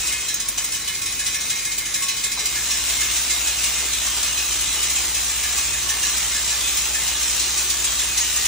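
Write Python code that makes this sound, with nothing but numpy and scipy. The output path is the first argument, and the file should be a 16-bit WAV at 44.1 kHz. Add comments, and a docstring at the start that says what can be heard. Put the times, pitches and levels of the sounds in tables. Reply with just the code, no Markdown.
"""A workshop, close to a nail sorting machine. Nails jostle on a turning steel disc and drop into a chute
6.6 slots a second, with rebounds and hard drops; random contacts make the clatter, damped modes the ringing.
The vibrating feeder bowl dies down in the first half second and returns after two with a deep hum and a
dense rattle, both set by one drive curve. Motor tones and fan noise run throughout; low drones come and go.
"""
import sys
import numpy as np
from scipy import signal
from scipy.fft import rfft, irfft, next_fast_len
from scipy.io import wavfile
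from scipy.ndimage import uniform_filter1d, map_coordinates

SR = 44100
rng = np.random.default_rng(int(sys.argv[2]) if len(sys.argv) > 2 else 0)


def unload_audio(sound):
    """Save the sound as a 16-bit wav file, at the path given as the first command line argument."""
    columns = np.transpose(np.atleast_2d(sound))
    # keep every value between -1 and 1, then stretch to whole-number steps
    steps = np.round(np.clip(columns, -1, 1) * 32767)
    wavfile.write(sys.argv[1], SR, steps.astype(np.int16))


N = 373527

# feeder magnet drive: [t/s, relative drive/dB]
FEEDER_DRIVE = [(0, 3), (.18, -1), (.45, -14), (2.3, -10), (2.55, 1.5), (2.9, 4.5)]
# feeder hum, vibration rate first: [f/Hz, level at 0 dB drive/dB]
FEEDER_TONES = [(61, -46.5), (122.2, -76)]
# jostling on the disc: [t/s, relative level/dB]
DISC_LEVEL = [(0, -26.5), (.5, -24), (1.2, -22), (1.8, -22), (2.3, -22.5), (2.8, -28.5), (4.8, -41),
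              (7.2, -45), (8.47, -24)]


def amp(db):
    """Decibels to gain."""
    return 10 ** (np.asarray(db) / 20)


def unit(x):
    """Scale to rms 1."""
    return x / np.sqrt(np.mean(x ** 2) + 1e-20)


def along(points, hz):
    """Interpolate [f/Hz, value] points on a log frequency axis."""
    f, v = np.transpose(points)
    return np.interp(np.log(hz + 1), np.log(f + 1), v)


def curve(rows):
    """Interpolate [t/s, value] points at every sample."""
    return np.interp(np.arange(N) / SR, *np.transpose(rows))


def wobble(rate):
    """Smooth random curve, rate knots a second."""
    knots = rng.standard_normal(int(N * rate / SR) + 4)
    coarse = np.arange(0, N, 64)  # spline here, linear in between
    return np.interp(np.arange(N), coarse, map_coordinates(knots, [coarse * rate / SR]))


def filtered(x, response):
    """Filter x by a response given as a function of f/Hz."""
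    m = next_fast_len(N + SR // 4, True)
    spectrum = rfft(x, m) * response(np.fft.rfftfreq(m, 1 / SR))
    return irfft(spectrum, m)[..., :N]


def coloured(x, spectrum):
    """Shape white x by a [f/Hz, dB] spectrum, keeping its power."""
    return filtered(x, lambda hz: unit(amp(along(spectrum, hz))))


def contacts(rate, spread_db):
    """Random tiny impacts, rms 1, each with its own size and mid/side share."""
    at = np.flatnonzero(rng.random(N) < rate / SR)
    size = rng.standard_normal(N)[at]
    place = 2 * np.pi * rng.random(N)[at]
    out = np.zeros((2, N))
    out[:, at] = amp(spread_db * size) * [np.cos(place), np.sin(place)]
    return unit(out)


def ringing(x, modes):
    """Damped [f/Hz, level/dB, width/Hz] resonances; white x of rms 1 drives each to its listed level."""
    def response(f):
        total = 0
        for centre, db, width in modes:
            resonance = 1j * f * width / (centre * centre - f * f + 1j * f * width)
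            total = total + amp(db) * np.sqrt(SR / np.pi / width) * resonance
        return total
    return filtered(x, response)


def bursts(rows, t60):
    """Envelope of (t/s, level/dB, rise/s) bursts that swell and decay; their powers add."""
    power, t = np.zeros(N + SR), np.arange(SR // 2) / SR
    for s, db, rise in rows:
        swell = np.minimum(t / max(rise, 1 / SR), 1) ** .75
        shape = swell * amp(db - 60 * np.maximum(t - rise, 0) / t60)
        power[max(round(s * SR), 0):][:len(t)] += shape ** 2
    return np.sqrt(power[:N])


def tones(lines, drift_hz):
    """Sines of [f/Hz, rms/dB] whose pitch drifts slightly."""
    out = 0
    for hz, db in lines:
        phase = 2 * np.pi * np.cumsum(hz + drift_hz * wobble(2.06)) / SR
        out = out + amp(db) * np.sqrt(2) * np.sin(phase)
    return out


def mode(hz, unrest, rate=22):
    """One mode with a wandering phase (unrest/rad), as a mid/side pair in quadrature."""
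    phase = 2 * np.pi * hz * np.arange(N) / SR + unrest * wobble(rate)
    return np.array([np.sin(phase), np.cos(phase)])


def struck(blows, modes, t60, spread_db):
    """Each (t/s, level/dB) blow rings the modes afresh, in its own random mix and direction."""
    hz, db = np.transpose(modes)
    t = np.arange(SR // 3) / SR
    fade = amp(-60 * t / t60) * (1 - np.exp(-t / .002))
    rings = np.exp(2j * np.pi * hz[:, None] * t) * fade
    luck = rng.standard_normal((len(blows), 5, len(hz)))
    weights = amp(db + spread_db * luck[:, -1:]) * (luck[:, :2] + 1j * luck[:, 2:-1])
    notes = (weights.reshape(-1, len(hz)) @ rings).real.reshape(len(blows), 2, -1)
    out = np.zeros((2, N + SR))
    for (s, blow_db), note in zip(blows, notes):
        out[:, max(round(s * SR), 0):][:, :len(t)] += amp(blow_db) * note
    return out[:, :N]


def jingling(x, depth_db):
    """Nails favour their own pitches for a few hundredths of a second: narrow patches of bounded gain."""
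    full_depth_from_hz = 3000
    hz, _, z = signal.stft(x, SR, nperseg=768)
    reach = np.minimum(hz / full_depth_from_hz, 1)[:, None]
    field = uniform_filter1d(rng.standard_normal(z.shape[1:]), size=2, axis=0)
    field = uniform_filter1d(field, size=5, axis=1)
    gain = unit(amp(reach * depth_db * np.tanh(unit(field) / 2)))
    return signal.istft(z * gain, nperseg=768)[1][:, :N]


def room(x):
    """Diffuse reverberation; treble dies first; a fresh noise tail every eighth of a second keeps it even."""
    # decay time: [f/Hz, t60/s]
    decay_times = [(200, .55), (2000, .32), (8000, .12), (15000, .06)]
    out, step = np.zeros((2, N + SR)), SR // 8
    for start in range(0, N, step):
        hz, t, z = signal.stft(rng.standard_normal((2, SR // 3)), SR, nperseg=256)
        decay = amp(-60 * t / along(decay_times, hz)[:, None])
        tail = signal.istft(z * decay, SR, nperseg=256)[1]
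        wet = signal.fftconvolve(x[:, start:start + step], tail / np.linalg.norm(tail[0]), axes=1)
        out[:, start:start + wet.shape[1]] += wet
    return out[:, :N]


def stereo(pair):
    """Mid/side to left/right, power kept: bass centred, side share set by frequency."""
    # width: [f/Hz, side re mid/dB]
    side_balance = [(60, -45), (210, -26), (330, -18), (520, -4), (770, -3.5), (1100, -12), (1800, -17),
                    (2150, -12), (2700, -5), (6400, -4), (8000, 1.5), (9500, 5), (10700, 24), (13600, 24),
                    (14700, 5.5)]

    def shares(hz):
        side = amp(along(side_balance, hz))
        return np.array([np.ones_like(side), side]) / np.hypot(1, side)
    mid, side = filtered(pair, shares)
    return np.array([mid + side, mid - side])


def fans():
    """Fan airflow: steady coloured noise."""
    # fan spectrum: [f/Hz, relative density/dB]
    fan_spectrum = [(20, -20), (40, -6), (70, -2), (140, 1.5), (220, -1.5), (330, -1), (520, -5.5),
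                    (800, -6.5), (1400, -3.5), (4000, -3.5), (15000, -50)]
    return amp(-40.0) * coloured(rng.standard_normal((2, N)), fan_spectrum)


def hum():
    """Feeder magnet hum, two motors beating slowly and passing drones, alike at both ears."""
    # motor tones: [f/Hz, rms/dB]
    motor_tones = [(48.9, -57), (50.55, -51), (100, -64), (120, -62)]
    # low drones that come and go: [start/s, end/s, f/Hz, rms/dB]
    drone_rows = [(.72, 1.55, 75, -51.5), (1.8, 2.45, 75, -65), (4.92, 5.298, 74, -52), (5.4, 5.9, 76, -51),
                  (5.62, 5.898, 123.5, -49)]
    out = amp(curve(FEEDER_DRIVE)) * tones(FEEDER_TONES, drift_hz=0.068)
    for start, end, hz, db in drone_rows:
        swell = curve([(start - .05, 0), (start + .05, 1), (end - .05, 1), (end + .05, 0)])
        out = out + swell * tones([(hz, db)], drift_hz=0.31)
    return out + tones(motor_tones, drift_hz=0.31)


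def knocks():
    """Hollow frame knocks: quickly damped bursts of band noise, each around its own pitch."""
    # knocks: [t/s, f/Hz, level/dB]
    knock_rows = [(.574, 900, -37), (1.365, 800, -44), (1.44, 750, -43), (2.125, 800, -44),
                  (2.37, 950, -36), (2.41, 450, -41), (3.675, 730, -38), (3.82, 750, -39),
                  (4.06, 1080, -38), (4.165, 1000, -36), (4.76, 850, -39), (5.955, 790, -39),
                  (6.52, 680, -38), (6.86, 880, -39)]
    rise_s, t60_s, relative_width = .006, .2, .7
    out = 0
    for s, hz, db in knock_rows:
        b, a = signal.iirpeak(hz, 1 / relative_width, SR)
        body = unit(signal.lfilter(b, a, rng.standard_normal((2, N))))
        out = out + bursts([(s, db, rise_s)], t60=t60_s) * body
    return out


def bowl(level_db, throb):
    """The bowl tosses its nails once per vibration and they ring its wall; more drive, more level."""
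    # rattle spectrum: [f/Hz, relative density/dB]
    rattle_spectrum = [(150, -28), (370, -15), (520, -20), (650, -14), (800, -12.5), (1000, -11.5),
                       (1300, -12), (2800, -5.5), (3800, -4.2), (4700, -6.8), (6000, -1.8), (7300, 0),
                       (8400, -3.5), (9500, -2.5), (12700, -11), (14800, -1.5), (15700, -10)]
    # bowl wall modes: [f/Hz, relative level/dB, width/Hz]
    wall_modes = [(369, -41.5, 23), (628, -37, 22), (1187, -27.5, 35), (2787, -20.5, 40), (3855, -21, 120),
                  (4104, -24, 50), (7470, -27.5, 120)]
    toss = 1 + throb * np.sin(2 * np.pi * FEEDER_TONES[0][0] * np.arange(N) / SR)
    level = amp(level_db + curve(FEEDER_DRIVE) + 0.5 * wobble(14)) * toss
    rattle = coloured(level * contacts(rate=7000, spread_db=2), rattle_spectrum)
    wall = ringing(level * contacts(rate=2000, spread_db=-1.5), wall_modes)
    return jingling(rattle + wall, depth_db=6.5)


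def disc():
    """Nails tick against each other and the disc rim: dense random contacts, coloured."""
    # ticking spectrum: [f/Hz, relative density/dB]
    tick_spectrum = [(400, -23), (1000, -12), (1500, -7), (2300, 1.5), (3100, -10), (3700, 3.5), (4500, -2),
                     (6800, 5), (8400, 1), (9500, 4), (12400, -4), (14800, 4), (15700, -3)]
    level = amp(curve(DISC_LEVEL) + 0.8 * wobble(22))
    return coloured(amp(-5.2) * level * contacts(rate=6000, spread_db=2), tick_spectrum)


def taps(bowl_db):
    """Rows (t/s, level/dB): stray nails tap the steel at random, as hard as disc and bowl shake them."""
    taps_per_s, tap_db, spread_db = 45, -10.5, 4.2  # tap_db is relative to the bed
    bed_power = amp(curve(DISC_LEVEL)) ** 2 + amp(bowl_db + curve(FEEDER_DRIVE)) ** 2
    bed_db = 10 * np.log10(bed_power)
    at = np.flatnonzero(rng.random(N) < taps_per_s / SR)
    level_db = bed_db[at] + tap_db + spread_db * rng.standard_normal(len(at))
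    return list(zip(at / SR, level_db))


def snaps(t60):
    """Hard steel-on-steel hits: short bright noise bursts."""
    # snaps: [t/s, relative level/dB]
    snap_rows = [(.341, -18), (.485, -16.5), (.643, -18.5), (1.782, -19.5), (2.002, -28), (2.456, -23),
                 (6.172, -23), (8.36, -21.5)]
    # snap spectrum: [f/Hz, relative density/dB]
    snap_spectrum = [(1500, -24), (4000, -12), (7000, -5), (10000, -2), (12000, -2), (14500, 0),
                     (16000, -4)]
    snap = bursts([(s, db, .002) for s, db in snap_rows], t60=t60)
    return coloured(np.sqrt(2) * snap * rng.standard_normal((2, N)), snap_spectrum)


def free_nails(unrest):
    """A nail that bounces clear rings on one high, wavering, decaying note."""
    # free rings: [t/s, f/Hz, relative level/dB, t60/s]
    ring_rows = [(.342, 6480, -27, .2), (.4, 7214, -31, .2), (.485, 9850, -23, .06),
                 (.485, 10150, -23, .06), (.58, 7946, -31, .2), (.643, 6600, -30, .16),
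                 (1.5, 7429, -29, .2), (1.5, 9281, -30, .15), (1.655, 7946, -29, .2), (2.03, 6804, -27, .2),
                 (2.245, 7257, -29, .2), (2.32, 6804, -29, .2), (3.472, 7946, -27, .2),
                 (4.957, 7429, -22.5, .2), (5.575, 6481, -26, .2), (5.892, 5965, -28, .2),
                 (6.028, 6481, -27, .2), (6.34, 5040, -31, .3), (6.503, 7429, -25, .2),
                 (7.845, 7494, -25, .2), (8.208, 6660, -19.5, .16), (8.362, 10680, -25, .16),
                 (8.37, 6680, -26, .16)]
    out, t = np.zeros((2, N + SR)), np.arange(SR // 3) / SR
    for s, hz, db, t60 in ring_rows:
        phase = 2 * np.pi * hz * t + unrest * wobble(170)[:len(t)]
        fade = amp(db - 60 * t / t60) * (1 - np.exp(-t / .001))
        note = np.array([np.sin(phase), np.cos(phase)])
        out[:, round(s * SR):][:, :len(t)] += np.sqrt(2) * fade * note
    return out[:, :N]


def landings():
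    """Rows (t/s, clatter/dB, rise/s, chute/dB): slots drop nails that rebound; hard drops replace near ones."""
    # hard drops: [t/s, relative clatter/dB, relative chute ring/dB]
    hard_rows = [(0.066, -24, -54), (.12, -24, -41), (.201, -28.5, -48), (0.282, -23.5, -42),
                 (.397, -23, -48), (.575, -22, -43), (0.718, -23.5, -43), (.742, -25, -50),
                 (.874, -23, -41.5), (.945, -28.5, -51), (1.015, -26, -59), (1.057, -24.5, -51),
                 (1.12, -29, -52), (1.19, -23.5, -39), (1.261, -21, -43), (1.341, -24, -44),
                 (1.404, -25, -48), (1.496, -21, -44), (1.555, -29, -50), (1.647, -25, -40),
                 (1.715, -27, -50), (1.852, -25.5, -40), (1.939, -21, -40), (2.021, -22.5, -45),
                 (2.082, -20.5, -41), (2.165, -26.5, -49), (2.236, -21, -42), (2.314, -23.5, -58),
                 (2.39, -23.5, -39), (2.452, -20.5, -55), (2.551, -27.5, -37), (2.705, -22, -40.5),
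                 (2.766, -25.5, -50), (2.888, -22.5, -44), (3.005, -21.5, -36.5), (3.157, -25.5, -51),
                 (3.302, -21, -46), (3.469, -22.5, -38), (3.633, -21, -55), (3.78, -26, -45),
                 (3.927, -23, -46), (4.06, -25, -48), (4.226, -22, -41.5), (4.372, -25.5, -40),
                 (4.505, -31, -43), (4.606, -23.5, -46), (4.73, -26, -50), (4.826, -20.5, -48),
                 (4.895, -23, -48), (4.954, -25, -48), (5.142, -25, -38.5), (5.281, -31, -42),
                 (5.371, -27.5, -50.5), (5.428, -25, -41), (5.573, -21.5, -42), (5.73, -27.5, -38),
                 (5.888, -21.5, -33), (6.026, -23.5, -35.5), (6.174, -33, -44), (6.344, -25, -36),
                 (6.501, -24, -38.5), (6.639, -31, -41), (6.77, -21, -50.5), (6.942, -22.5, -37),
                 (7.073, -22, -48), (7.225, -23.5, -47), (7.392, -22, -55), (7.572, -22, -50),
                 (7.697, -20, -44), (7.841, -21.5, -49), (7.99, -22, -44), (8.171, -18, -47.5),
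                 (8.361, -25, -46), (8.448, -22, -46)]
    slots_per_s, first_slot_s = 6.6, .112
    drop_db, chute_db, hard_rise_s = -33.5, -46.5, 0.007
    scatter_s, scatter_db = 0.0077, 1
    # first landing and rebound: lag/s, clatter/dB, chute/dB, rise/s, scatter factor
    strikes = [(0, 0, 0, 0.011, 1), (.07, -6, -3.5, 0.0068, 2.3)]
    slots = np.arange(first_slot_s, N / SR, 1 / slots_per_s)
    chance = rng.standard_normal((len(slots), 2, 2))
    rows = [(s, db, hard_rise_s, chute_ring_db) for s, db, chute_ring_db in hard_rows]
    hard_s = np.array(hard_rows)[:, 0]
    for slot, draws in zip(slots, chance):
        for (lag, softer, duller, rise, scatter), (late, size) in zip(strikes, draws):
            s = slot + lag + scatter * scatter_s * late
            db = scatter * scatter_db * size
            if np.abs(hard_s - slot - lag).min() > .3 / slots_per_s:
                rows.append((s, drop_db + softer + db, rise, chute_db + duller + db))
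    return rows


def flurries(falls):
    """Strike envelope of the falling nails."""
    return bursts([(s, db, rise) for s, db, rise, _ in falls], t60=0.15)


def drops(strike):
    """Each drop is a quick flurry of contacts under the strike envelope."""
    # drop spectrum: [f/Hz, relative density/dB]
    drop_spectrum = [(500, -30), (1400, -19), (2400, -11), (3700, -6), (4800, -7), (6200, -1.5), (7700, -1),
                     (8500, -4), (9400, -1), (10600, -3), (12300, -8), (15500, -9)]
    return coloured(amp(2.6) * strike * contacts(rate=16000, spread_db=0), drop_spectrum)


def singing_modes(falls, unrest, flutter_db):
    """Every drop swells the disc's clearest modes; a nail catching an edge makes one sing out."""
    # clearest disc modes: [f/Hz, level re drop clatter/dB]
    singer_rows = [(1100, -25.5), (1890, -40), (2132, -18), (2522, -16.5), (2959, -23.5), (3225, -29),
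                   (3537, -30), (4019, -23), (5641, -19)]
    # nails catching an edge: [t/s, mode f/Hz, relative level/dB]
    ping_rows = [(.01, 2522, -32), (.1, 2132, -29.5), (.13, 2522, -30), (.27, 4019, -30), (.43, 1100, -42),
                 (.77, 1100, -52), (.89, 2132, -33), (1.0, 1100, -45), (1.17, 2522, -35), (1.33, 2132, -33),
                 (1.52, 2132, -32), (1.66, 2132, -31), (1.8, 2132, -33), (1.95, 2132, -34),
                 (2.01, 1100, -34.5), (2.23, 2132, -35), (2.36, 4019, -29), (2.38, 2132, -33),
                 (2.39, 1100, -45), (2.53, 2132, -33), (2.65, 4019, -33), (.58, 5641, -33),
                 (1.35, 5641, -32), (2.69, 5641, -28.5), (2.87, 2132, -34), (2.98, 2132, -28),
                 (3.28, 4019, -33), (3.29, 2132, -29), (3.44, 2522, -30), (3.62, 2132, -44),
                 (3.75, 2132, -30), (3.91, 4019, -29.5), (4.04, 1100, -41.5), (4.21, 2522, -31.5),
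                 (4.34, 4019, -29), (4.36, 2522, -28.5), (4.611, 2959, -33), (4.67, 4019, -29),
                 (4.77, 2959, -26.5), (4.8, 2132, -40), (4.82, 4019, -39), (5.41, 2132, -38),
                 (5.56, 2522, -31), (5.71, 2522, -31), (5.85, 1100, -37), (5.92, 2132, -36),
                 (6.04, 2132, -33), (6.3, 2132, -32), (6.45, 2959, -32.5), (6.62, 2522, -29),
                 (6.63, 3537, -26), (6.92, 2522, -33), (7.05, 2959, -31), (7.38, 4019, -29),
                 (7.86, 3225, -28), (8.08, 2522, -28), (8.2, 1890, -32), (8.21, 2959, -26),
                 (8.361, 1890, -34)]
    swell_rise_s, swell_t60_s = .015, .8
    ping_rise_s, ping_t60_s = .02, .54
    swell = bursts([(s, db, swell_rise_s) for s, db, _, _ in falls], t60=swell_t60_s)
    out = 0
    for hz, db in singer_rows:
        pings = [(s, ping_db, ping_rise_s) for s, ping_hz, ping_db in ping_rows
                 if abs(ping_hz / hz - 1) < .04]
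        caught = bursts(pings, t60=ping_t60_s)
        swollen = swell * amp(db + flutter_db * wobble(21))
        out = out + np.hypot(swollen, caught) * mode(hz, unrest)
    return out


def chute(falls, level_db, unrest):
    """The chute answers each landing with a short note; the spot hit favours one mode or another."""
    # chute modes: [f/Hz, relative level/dB, width/Hz]
    chute_modes = [(1682, -6.5, 28), (1724, -3, 28), (1808, -6.5, 28)]
    rise_s, t60_s, spread_db = 0.023, 0.26, 3
    favour = rng.standard_normal((len(falls), len(chute_modes)))
    out = 0
    for (hz, mode_db, width_hz), luck in zip(chute_modes, favour.T):
        blows = [(s, db + spread_db * k, rise_s) for (s, _, _, db), k in zip(falls, luck)]
        envelope = amp(level_db + mode_db) * bursts(blows, t60=t60_s)
        out = out + envelope * mode(hz, unrest, rate=width_hz)
    return out


def scene():
    """Nails, bowl and knocks with their room sound, plus singing steel, fans and hum."""
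    # nail modes: [f/Hz, relative level/dB]
    nail_modes = [(5680, -16), (5860, -17), (5965, -15), (6100, -16), (6260, -16), (6481, -13), (6654, -17),
                  (6804, -13), (6920, -16), (7214, -15), (7429, -13), (7494, -13), (7640, -13), (7946, -14),
                  (8290, -18), (8979, -18), (9260, -16), (9367, -17), (9570, -17), (9927, -18),
                  (10320, -16)]
    # disc and guide modes: [f/Hz, relative level/dB]
    steel_modes = [(2029, -20), (2335, -19.5), (2474, -18), (2572, -21), (2959, -20), (2993, -18.5),
                   (3225, -20), (3290, -20), (3537, -21), (3720, -20), (3925, -18), (3965, -19),
                   (4019, -19), (4110, -20), (4597, -21), (4770, -18.5), (4930, -21), (5045, -17),
                   (5325, -18), (5641, -17), (5674, -16.5)]
    # how freely the sheet metal rings: [t/s, gain/dB]
    steel_freedom = [(0, 0), (2.4, 1), (3, 0), (6.2, 0), (7.2, -1.5), (8.47, -2)]
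    falls = landings()
    blows = [(s, db) for s, db, _, _ in falls] + taps(bowl_db=-26)
    nails = jingling(disc() + drops(flurries(falls)), depth_db=8.5)
    nails = nails + amp(-2.5) * struck(blows, nail_modes, t60=.17, spread_db=3)
    metal = nails + bowl(level_db=-26.9, throb=0.1) + knocks()
    metal = metal + snaps(t60=.07) + free_nails(unrest=.4)
    steel = amp(-2.3) * struck(blows, steel_modes, t60=.3, spread_db=3)
    steel = steel + singing_modes(falls, unrest=.35, flutter_db=2)
    singing = amp(curve(steel_freedom)) * steel + chute(falls, level_db=5.2, unrest=1.5)
    return stereo(metal + amp(-8.0) * room(metal) + singing + fans()) + hum()


def record(dry):
    """Band limit: nothing passes from 15650 Hz up."""
    top_hz = 15650
    return filtered(dry, lambda hz: hz < top_hz)


dry = scene()
out = record(dry)
unload_audio(out)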